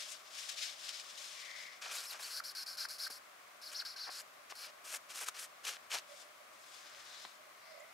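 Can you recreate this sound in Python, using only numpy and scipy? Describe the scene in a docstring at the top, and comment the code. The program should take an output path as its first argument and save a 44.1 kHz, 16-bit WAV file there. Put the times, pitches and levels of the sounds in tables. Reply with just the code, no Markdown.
"""A dog's teeth are brushed close to the microphone, over the soft hiss of a quiet room.
First a hand rustles in the fur, with one sharp tick; faint hollow tones come and go from here on.
At 1.8 s the brush scrubs briefly, then makes quick light strokes whose squeaks arch with their speed.
From 4.5 s heavier scrubs take over. Strokes swell to their hardest press and ease off, among dull
snags and later ticks. After 6 s the hand rustles again, with two last ticks."""
import sys
import numpy as np
from scipy import signal
from scipy.fft import rfft, irfft
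from scipy.io import wavfile

SR = 44100
rng = np.random.default_rng(int(sys.argv[2]) if len(sys.argv) > 2 else 0)


def pcm_store(signal):
    """Save signal as 16-bit PCM."""
    levels = np.round(np.clip(np.atleast_2d(signal), -1, 1) * 32767)
    wavfile.write(sys.argv[1], SR, levels.astype(np.int16).T)


N = 349713
TIME, FREQ = np.arange(N) / SR, np.fft.rfftfreq(N, 1 / SR)


def amp(db):
    """Decibels to gain."""
    return 10 ** (np.asarray(db) / 20)


def unit_rms(x):
    """Scales to rms 1; a stereo pair by its mid signal."""
    return x / np.sqrt(np.mean(np.atleast_2d(x).mean(0) ** 2) + 1e-20)


def spectrum(table):
    """Table columns interpolated over log frequency."""
    hz, *columns = np.transpose(table)
    return [np.interp(np.log(FREQ + 1), np.log(hz + 1), column) for column in columns]


def wander(rate_hz):
    """Random drift, rms 1."""
    knots = np.arange(0, TIME[-1] + 1, 1 / rate_hz)
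    return unit_rms(np.interp(TIME, knots, rng.standard_normal(N)[:len(knots)]))


def resonance(hz, half_width_hz):
    """Gain of a steep-skirted peak."""
    return 1 / (1 + ((FREQ - hz) / half_width_hz) ** 2 / 2) ** 2


def highpass(x, hz):
    """Steep zero-phase high-pass."""
    return irfft(rfft(x) / (1 + (hz / (FREQ + 1)) ** 12), N)


def bandpass(x, centre_hz, spread_oct):
    """Gaussian band on a log frequency axis."""
    hz = np.fft.rfftfreq(x.shape[-1], 1 / SR) + 1
    return irfft(rfft(x) * np.exp(-.5 * (np.log2(hz / centre_hz) / spread_oct) ** 2))


def pan(balance_db):
    """Left and right gains; positive is left."""
    return amp(np.vstack([balance_db / 2, -balance_db / 2]))


def stereo_noise(colour, image, envelope=1):
    """Two independent noises, modulated, filtered and mixed to left and right."""
    coherence, balance_db = spectrum(image)
    coherence = np.clip(coherence, 0, 1)
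    left, other = rfft(rng.standard_normal((2, N)) * envelope) * colour
    right = coherence * left + np.sqrt(1 - coherence ** 2) * other
    return irfft(np.array([left, right]) * pan(balance_db), N)


def stroke(row, curve, fizz_follows):
    """Level and fizz along a stroke, easing off either side of the hardest press."""
    start_s, length_s, level_db, press, easing_db, fizz_db = row[:6]
    progress = np.linspace(0, 1, 33)
    drop_db = easing_db / 2 * (2 * abs(progress - press)) ** curve
    fizz_db = fizz_db + (1 - fizz_follows) * drop_db
    return np.transpose([start_s + length_s * progress, level_db - drop_db, fizz_db])


def contact(moves, attack_s, release_s):
    """Envelopes of body and fizz (treble); both stop when the surfaces part."""
    body, fizz = np.zeros((2, N))
    for move in moves:
        knots_s, level_db, fizz_db = np.transpose(move)
        start_s, end_s = knots_s[0], knots_s[-1]
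        span = slice(max(int((start_s - attack_s) * SR), 0), int((end_s + release_s) * SR))
        t = TIME[span]
        touch = np.clip(np.minimum((t - start_s) / attack_s, (end_s - t) / release_s) + .5, 0, 1)
        body[span] += touch * amp(np.interp(t, knots_s, level_db))
        fizz[span] += touch * amp(np.interp(t, knots_s, level_db + fizz_db))
    return body, fizz


def friction(envelopes, colour, image, grain_db, clump_db, clump_hz, body_db, fizz_db, top_db, top_power):
    """Countless tiny slips, uneven and clumped, sound through a body."""
    body, fizz = envelopes
    slip_size = amp(grain_db * wander(3000) + clump_db * wander(clump_hz))
    rub = stereo_noise(colour, image, slip_size)
    treble = highpass(rub, 6600)
    low, treble = unit_rms(rub - treble), unit_rms(treble)
    top = highpass(treble, 7700)
    # faster sliding shortens the slips: the top grows faster than the rest of the fizz
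    top_gain = amp(top_db) * np.clip(fizz / (body + 1e-9), .1, 1) ** top_power
    return amp(body_db) * body * low + amp(fizz_db) * fizz * (treble + (top_gain - 1) * top)


# hiss spectrum: (frequency [Hz], gain [dB])
AIR_SPECTRUM = [(25, -44), (60, -33), (120, -22), (220, -16.5), (400, -12), (600, -9), (720, -3), (900, -8),
                (1120, -0.5), (1700, -5.5), (2200, -5), (2900, -10.5), (6900, -16), (15500, -24.5)]
# stereo image: (frequency [Hz], coherence [0-1], left minus right [dB])
AIR_STEREO = [(60, .995, 5), (98, 0.93, -2.5), (249, 0.47, 2), (624, 0.16, -5.5), (1030, 0.03, 6),
              (2570, 0.11, 1), (7400, 0.1, 1.5), (13500, 0.97, 0)]
# room resonances: (frequency [Hz], half-width [Hz], level [dB], waver [dB])
AIR_MODES = [(97, 9, -97, 1), (603, 55, -73, 2.4), (1130, 110, -76, 1)]


def air(hiss_db=-60.5):
    """Steady room hiss with a few wavering resonances."""
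    out = amp(hiss_db) * unit_rms(stereo_noise(amp(spectrum(AIR_SPECTRUM)[0]), AIR_STEREO))
    for hz, half_width_hz, level_db, waver_db in AIR_MODES:
        gain = amp(level_db + waver_db * wander(22))
        out += gain * unit_rms(stereo_noise(resonance(hz, half_width_hz), AIR_STEREO))
    return out


# hand moves, one curve each: (time [s], level [dB], fizz re level [dB])
FUR_MOVES = [
    [(0.0, -42, -5.5), (0.066, -52.5, -6), (0.12, -49.5, 1.5), (0.148, -55, -6), (0.23, -67, -4),
     (0.276, -57, -10), (0.3, -64, -6)],
    [(0.3, -60, -6), (0.39, -46.5, -5), (0.486, -52.5, -4.5), (0.494, -44.5, -4.5), (0.556, -53.5, -7),
     (0.628, -39.5, -7.5), (0.78, -58, -8)],
    [(0.78, -54, -7), (0.864, -49.5, -5), (0.888, -48, -8.5), (1.006, -50, -6.5), (1.04, -58, -5),
     (1.108, -51, -7), (1.15, -59.5, -4)],
    [(1.15, -54.5, -8), (1.216, -50.5, -3.5), (1.51, -54.5, -9.5), (1.608, -53.5, -8), (1.706, -62.5, -11),
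     (1.734, -57.5, -11), (1.8, -72, -8)],
    [(6.07, -67, -4), (6.206, -58.5, -2), (6.28, -72, -3), (6.29, -74, 2)],
    [(6.53, -70, 1), (6.576, -73, 0.5), (6.74, -58, -4), (6.848, -61, -7.5), (7.258, -56.5, -6.5),
     (7.274, -63, -4), (7.38, -72, -6)],
]
# rustle spectrum: (frequency [Hz], gain [dB])
FUR_SPECTRUM = [(400, -37), (900, -33), (1500, -6), (2150, -6), (2900, -2.5), (3700, -0.5), (4300, -1.5),
                (5200, -1), (7000, -7.5), (9000, -11.5), (12000, -19.5), (15500, -29.5)]
# rustle resonances: (frequency [Hz], half-width [Hz], added part re spectrum [dB])
FUR_RESONANCES = [(2200, 37, -4), (3470, 120, -15), (4990, 57, -2.5), (5460, 94, -8.5), (6670, 120, -10)]
# stereo image: (frequency [Hz], coherence [0-1], left minus right [dB])
FUR_STEREO = [(600, .3, 8), (1300, 0.23, 3), (2550, 0.44, 9.3), (4800, 0.79, 4.1), (7350, 0.48, 7.5),
              (12000, 0.47, 2.5)]


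def fur_rustle():
    """A hand slides through fur: soft, slightly hollow friction to the left."""
    peaks = sum(amp(db) * resonance(hz, half_width_hz) for hz, half_width_hz, db in FUR_RESONANCES)
    colour = amp(spectrum(FUR_SPECTRUM)[0]) * (1 + peaks)
    envelopes = contact(FUR_MOVES, attack_s=.013, release_s=.014)
    return friction(envelopes, colour, FUR_STEREO, grain_db=.5, clump_db=1.46, clump_hz=90,
                    body_db=-.5, fizz_db=-1, top_db=-.5, top_power=.16)


# hard contacts: (time [s], peak [dB], centre [Hz])
TICK_HITS = [(0.8915, -25.5, 3800), (4.523, -38, 1300), (5.651, -30, 3500), (5.7675, -37, 2400),
             (5.916, -28, 2600), (5.9185, -29, 3500), (5.953, -28, 2700), (5.9855, -29, 3300),
             (6.9475, -41, 2300), (7.251, -34, 2100)]


def ticks(decay_s=.0005, spread_oct=.8):
    """Single hard contacts: snaps that die within a millisecond or two."""
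    out, t = np.zeros(N), np.arange(1024) / SR
    for time_s, peak_db, centre_hz in TICK_HITS:
        burst = rng.standard_normal(len(t)) * np.exp(-t / decay_s)
        snap = bandpass(np.roll(burst, 32), centre_hz, spread_oct)  # roll: space for pre-ringing
        out[int(time_s * SR):][:len(t)] += amp(peak_db) * snap / abs(snap).max()
    return out * pan(balance_db=2.4)


# swells: (peak time [s], length [s], frequency [Hz], half-width [Hz], level [dB], left minus right [dB])
HOLLOW_SWELLS = [(1.2, 0.074, 580, 32, -66.5, -2), (1.563, 0.65, 2080, 280, -53.5, 7.5),
                 (6.12, 0.15, 600, 50, -60.5, -16), (6.411, 0.042, 580, 45, -63, -18),
                 (6.86, .1, 250, 69, -76, -6), (7.184, 0.41, 3900, 570, -60, 3),
                 (7.0, 0.91, 1620, 700, -63, 2), (7.265, 0.05, 260, 60, -70, -2),
                 (7.78, 0.35, 626, 66, -60.5, -22), (7.76, 0.62, 2070, 180, -64.5, 0),
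                 (7.7, .35, 4800, 900, -66, 9), (7.805, 0.022, 7200, 250, -61.5, 0)]


def hollow_tones():
    """Narrow noise bands that swell softly and fade."""
    out = np.zeros((2, N))
    for peak_s, length_s, hz, half_width_hz, level_db, balance_db in HOLLOW_SWELLS:
        swell = np.cos(np.pi * np.clip((TIME - peak_s) / length_s, -.5, .5)) ** 2
        tone = stereo_noise(resonance(hz, half_width_hz), image=[(hz, .5, balance_db)])
        out += amp(level_db) * swell * unit_rms(tone)
    return out


# heavy strokes: (start [s], length [s], level at hardest press [dB], press position [0-1],
# easing [dB per stroke length], fizz re level [dB])
SCRUB_STROKES = [ (1.815, 0.11, -46.5, 0.1, 4.5, -9), (1.914, 0.16, -45.5, 0.27, 14, -1.5),
                 (2.086, 0.11, -47, 0.42, 24, -7), (2.195, 0.14, -51, .3, 5.5, -1),
                 (3.713, 0.031, -50.5, 0.74, 7, -2.5), (4.11, 0.11, -56.5, 0.87, 6, 1.5),
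                 (4.498, 0.025, -51.5, .5, 2, -7), (4.567, 0.14, -50, 0.6, 23, -11),
                 (4.844, 0.13, -45.5, 0.81, 13.5, -0.5), (5.092, 0.065, -52, 0.2, 7, -4),
                 (5.149, 0.1, -46.5, 0.8, 5, -1), (5.256, 0.042, -40.5, 0.73, 21.5, -2.5),
                 (5.344, 0.052, -49.5, 0.8, 5, -5.5), (5.392, 0.069, -50, 0, 3, -0.5),
                 (5.639, 0.13, -37.5, 0.33, 32, -4.5), (5.903, 0.098, -37, 0.42, 22.5, -5.5), ]
# scrub spectrum: (frequency [Hz], gain [dB])
SCRUB_SPECTRUM = [(150, -34.5), (300, -20), (520, -7), (850, -6), (1350, 2), (1750, 1), (2050, -2.5),
                  (2300, 2), (2650, 2), (3700, -1.5), (5600, 0), (8000, -7.5), (12000, -14), (15500, -26.5)]
# stereo image, scrubs and quick strokes: (frequency [Hz], coherence [0-1], left minus right [dB])
BRUSH_STEREO = [(480, 0.98, 1.5), (1300, 0.7, 4.5), (2600, .8, 3.5), (4800, 0.98, 2.5), (7500, 1, 1.5),
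                (12000, 1, 0.2)]


def scrubs():
    """Bristles rub hard on teeth: broad, coarse friction."""
    moves = [stroke(row, curve=.79, fizz_follows=1.08) for row in SCRUB_STROKES]
    envelopes = contact(moves, attack_s=.013, release_s=.015)
    colour = amp(spectrum(SCRUB_SPECTRUM)[0])
    return friction(envelopes, colour, BRUSH_STEREO, grain_db=2, clump_db=1.08, clump_hz=150,
                    body_db=-.4, fizz_db=-.37, top_db=2, top_power=.45)


# brush snags: (peak time [s], level [dB], length [s], centre [Hz], spread [oct])
SNAG_DRAGS = [(1.865, -47.5, .019, 1330, 0.74), (2.145, -52.5, 0.069, 1120, 0.82),
              (2.199, -49.5, .012, 1200, 1), (2.404, -43, .009, 1440, .25),
              (2.853, -42.5, 0.011, 1394, 0.44), (3.071, -47, .014, 1550, .27),
              (3.104, -53.5, 0.011, 792, 1.2), (3.825, -52.5, 0.012, 1542, 0.19),
              (3.964, -50.5, 0.014, 1598, .1), (4.077, -51, 0.033, 1200, .8),
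              (4.095, -47.5, 0.015, 1000, 0.91), (4.524, -47, 0.00804, 910, .61),
              (4.945, -48, 0.022, 1190, 0.93), (5.222, -48.5, 0.042, 1120, 1),
              (5.288, -45, 0.013, 1200, 0.23), (5.953, -47.5, 0.054, 900, 0.83),
              (7.252, -49, 0.013, 998, 0.77)]


def snags(judder_db=2, stereo_width=.6):
    """The brush head drags for a moment and judders, low and coarse."""
    out, t = np.zeros((2, N)), np.arange(4096) / SR
    judder = amp(judder_db * wander(900))
    for peak_s, level_db, length_s, centre_hz, spread_oct in SNAG_DRAGS:
        start = int((peak_s - length_s / 2) * SR)
        span = slice(start, start + len(t))
        mid, side = bandpass(rng.standard_normal((2, len(t))) * judder[span], centre_hz, spread_oct)
        pair = np.array([mid + stereo_width * side, mid - stereo_width * side])
        drag = np.maximum(1 - (2 * t / length_s - 1) ** 2, 0)
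        out[:, span] += amp(level_db) * drag * unit_rms(pair)
    return out * pan(balance_db=2)


# light strokes: (start [s], length [s], level at hardest press [dB], press position [0-1],
# easing [dB per stroke length], fizz re level [dB], top squeak pitch [Hz], squeak gain [dB])
QUICK_STROKES = [ (1.929, 0.11, -49, 0.5, 5, -7, 3950, 1), (2.039, 0.1, -52, 0.73, 11, 3.5, 5420, 2.5),
                 (2.203, .1, -52.5, 0.4, 4, -3, 4597, 1.5), (2.304, 0.1, -42, 0.66, 10, -3, 4720, -12),
                 (2.438, 0.086, -47.5, 0.26, 5, -1.5, 5920, -1.5),
                 (2.55, .089, -44, 0.52, 4, -4.5, 4500, -10), (2.662, 0.1, -46, 0.2, 9, -3.5, 5360, -6),
                 (2.771, 0.091, -39.5, 0.43, 10.5, -6, 4590, -10),
                 (2.885, 0.091, -44.5, .3, 17, -2, 5100, -14), (2.983, 0.099, -42, 0.54, 13, -3, 5380, -1),
                 (3.101, 0.085, -47, .05, 11.5, -1, 5000, -12),
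                 (3.615, .095, -50.5, 0.87, 2.5, -4.5, 5010, -3),
                 (3.742, .083, -43.5, 0.9, 5.5, -9.5, 5886, 3),
                 (3.85, .097, -43.5, 0, 11.5, -8.5, 5620, -4.5), (3.962, .128, -47, 0.32, 1, -11, 4600, -2),
                 (4.1, 0.11, -48.5, 0.36, -0.5, -8.5, 3970, -8),
                 (4.552, .12, -50.5, 0.58, 7.5, -1, 4620, -15), ]
# light stroke spectrum: (frequency [Hz], gain [dB])
QUICK_SPECTRUM = [(300, -44), (700, -21), (1150, -8), (1580, 3), (1900, -11.5), (2350, -6.5), (2800, -10.5),
                  (3700, -9), (4300, 7.5), (5350, 5.5), (6200, -7), (8000, -9.5), (11000, -3.5),
                  (15500, -18)]


def quick_strokes():
    """Bristles rub lightly: friction that rings near 5 kHz."""
    colour = amp(spectrum(QUICK_SPECTRUM)[0])
    return friction(quick_contact(), colour, BRUSH_STEREO, grain_db=1, clump_db=0, clump_hz=170,
                    body_db=-2, fizz_db=-1.7, top_db=-3.5, top_power=.1)


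def quick_contact():
    """Light strokes bite at once; their share of fizz hardly depends on pressure."""
    moves = [stroke(row, curve=.98, fizz_follows=.9) for row in QUICK_STROKES]
    return contact(moves, attack_s=.003, release_s=.008)


# tufts squeaking together: (pitch re main tuft [ratio], gain [dB], pitch jitter [fraction])
BRISTLE_TUFTS = [(1, 0, .014), (.9, -11, .04), (1.12, -11, .04)]


def squeaks(fastest_at=.44, half_swing=.6, overtone_db=-8.5, flutter_db=2.5):
    """Ridges pass each tuft at a rate set by stroke speed; the squeak swells on crossing a resonance."""
    main_hz, gain, out = np.zeros((3, N))
    for start_s, length_s, *_, top_hz, gain_db in QUICK_STROKES:
        # in stroke lengths: speed peaks at fastest_at and would reach zero half_swing either side
        swing = ((TIME - start_s) / length_s - fastest_at) / half_swing
        moving = abs(swing) < 1
        main_hz[moving] = top_hz * np.cos(np.pi / 2 * swing[moving])
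        gain[moving] = amp(gain_db)
    body, fizz = quick_contact()
    for ratio, tuft_db, jitter in BRISTLE_TUFTS:
        pitch_hz = ratio * main_hz
        phase = 2 * np.pi * np.cumsum(pitch_hz * (1 + jitter * wander(2000))) / SR
        resonance_db = np.interp(pitch_hz, [800, 1550, 2200, 3400, 4200, 5300, 6100],
                                 [-30, -11, -21, -11, 4, 2.5, -7])
        tone = body * amp(resonance_db) * np.sin(phase)
        for harmonic in (2, 3):
            in_fizz_band = np.interp(harmonic * pitch_hz, [8000, 11500, 13500, 15000], [0, 1, .9, 0])
            tone += fizz * amp(overtone_db) * in_fizz_band * np.sin(harmonic * phase)
        out += tone * amp(tuft_db + flutter_db * wander(460))
    return out * gain * pan(balance_db=3)


def room(x, early_db=-15, early_t60_s=.1, late_db=-19, late_t60_s=.5, lowpass_hz=6000):
    """Early reflections from nearby surfaces and the short tail of a furnished room."""
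    t = np.arange(SR // 2) / SR
    late, early = rng.standard_normal((2, 2, len(t))) * (t > .002)
    late *= amp(-60 * t / late_t60_s)
    early *= amp(-60 * t / early_t60_s)
    response = amp(late_db) * late / np.linalg.norm(late[0])
    response += amp(early_db) * early / np.linalg.norm(early[0])
    response = signal.lfilter(*signal.butter(1, lowpass_hz, fs=SR), response)
    return signal.fftconvolve(x, response, axes=1)[:, :N]


def scene():
    """Brush and fur with their reflections, over the background."""
    near = quick_strokes() + scrubs() + fur_rustle() + squeaks() + ticks() + snags()
    return near + room(near) + hollow_tones() + air()


def record(dry, mono_below_hz=130, band_limit_hz=15750):
    """Two close microphones hear the bass alike; the recorder limits the band."""
    mid, side = (dry[0] + dry[1]) / 2, (dry[0] - dry[1]) / 2
    side = irfft(rfft(side) * FREQ / np.hypot(FREQ, mono_below_hz), N)
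    pair = np.array([mid + side, mid - side])
    lowpass = signal.firwin(511, band_limit_hz, window=("kaiser", 9), fs=SR)
    return signal.oaconvolve(pair, lowpass[None], "same")


dry = scene()
out = record(dry)
pcm_store(out)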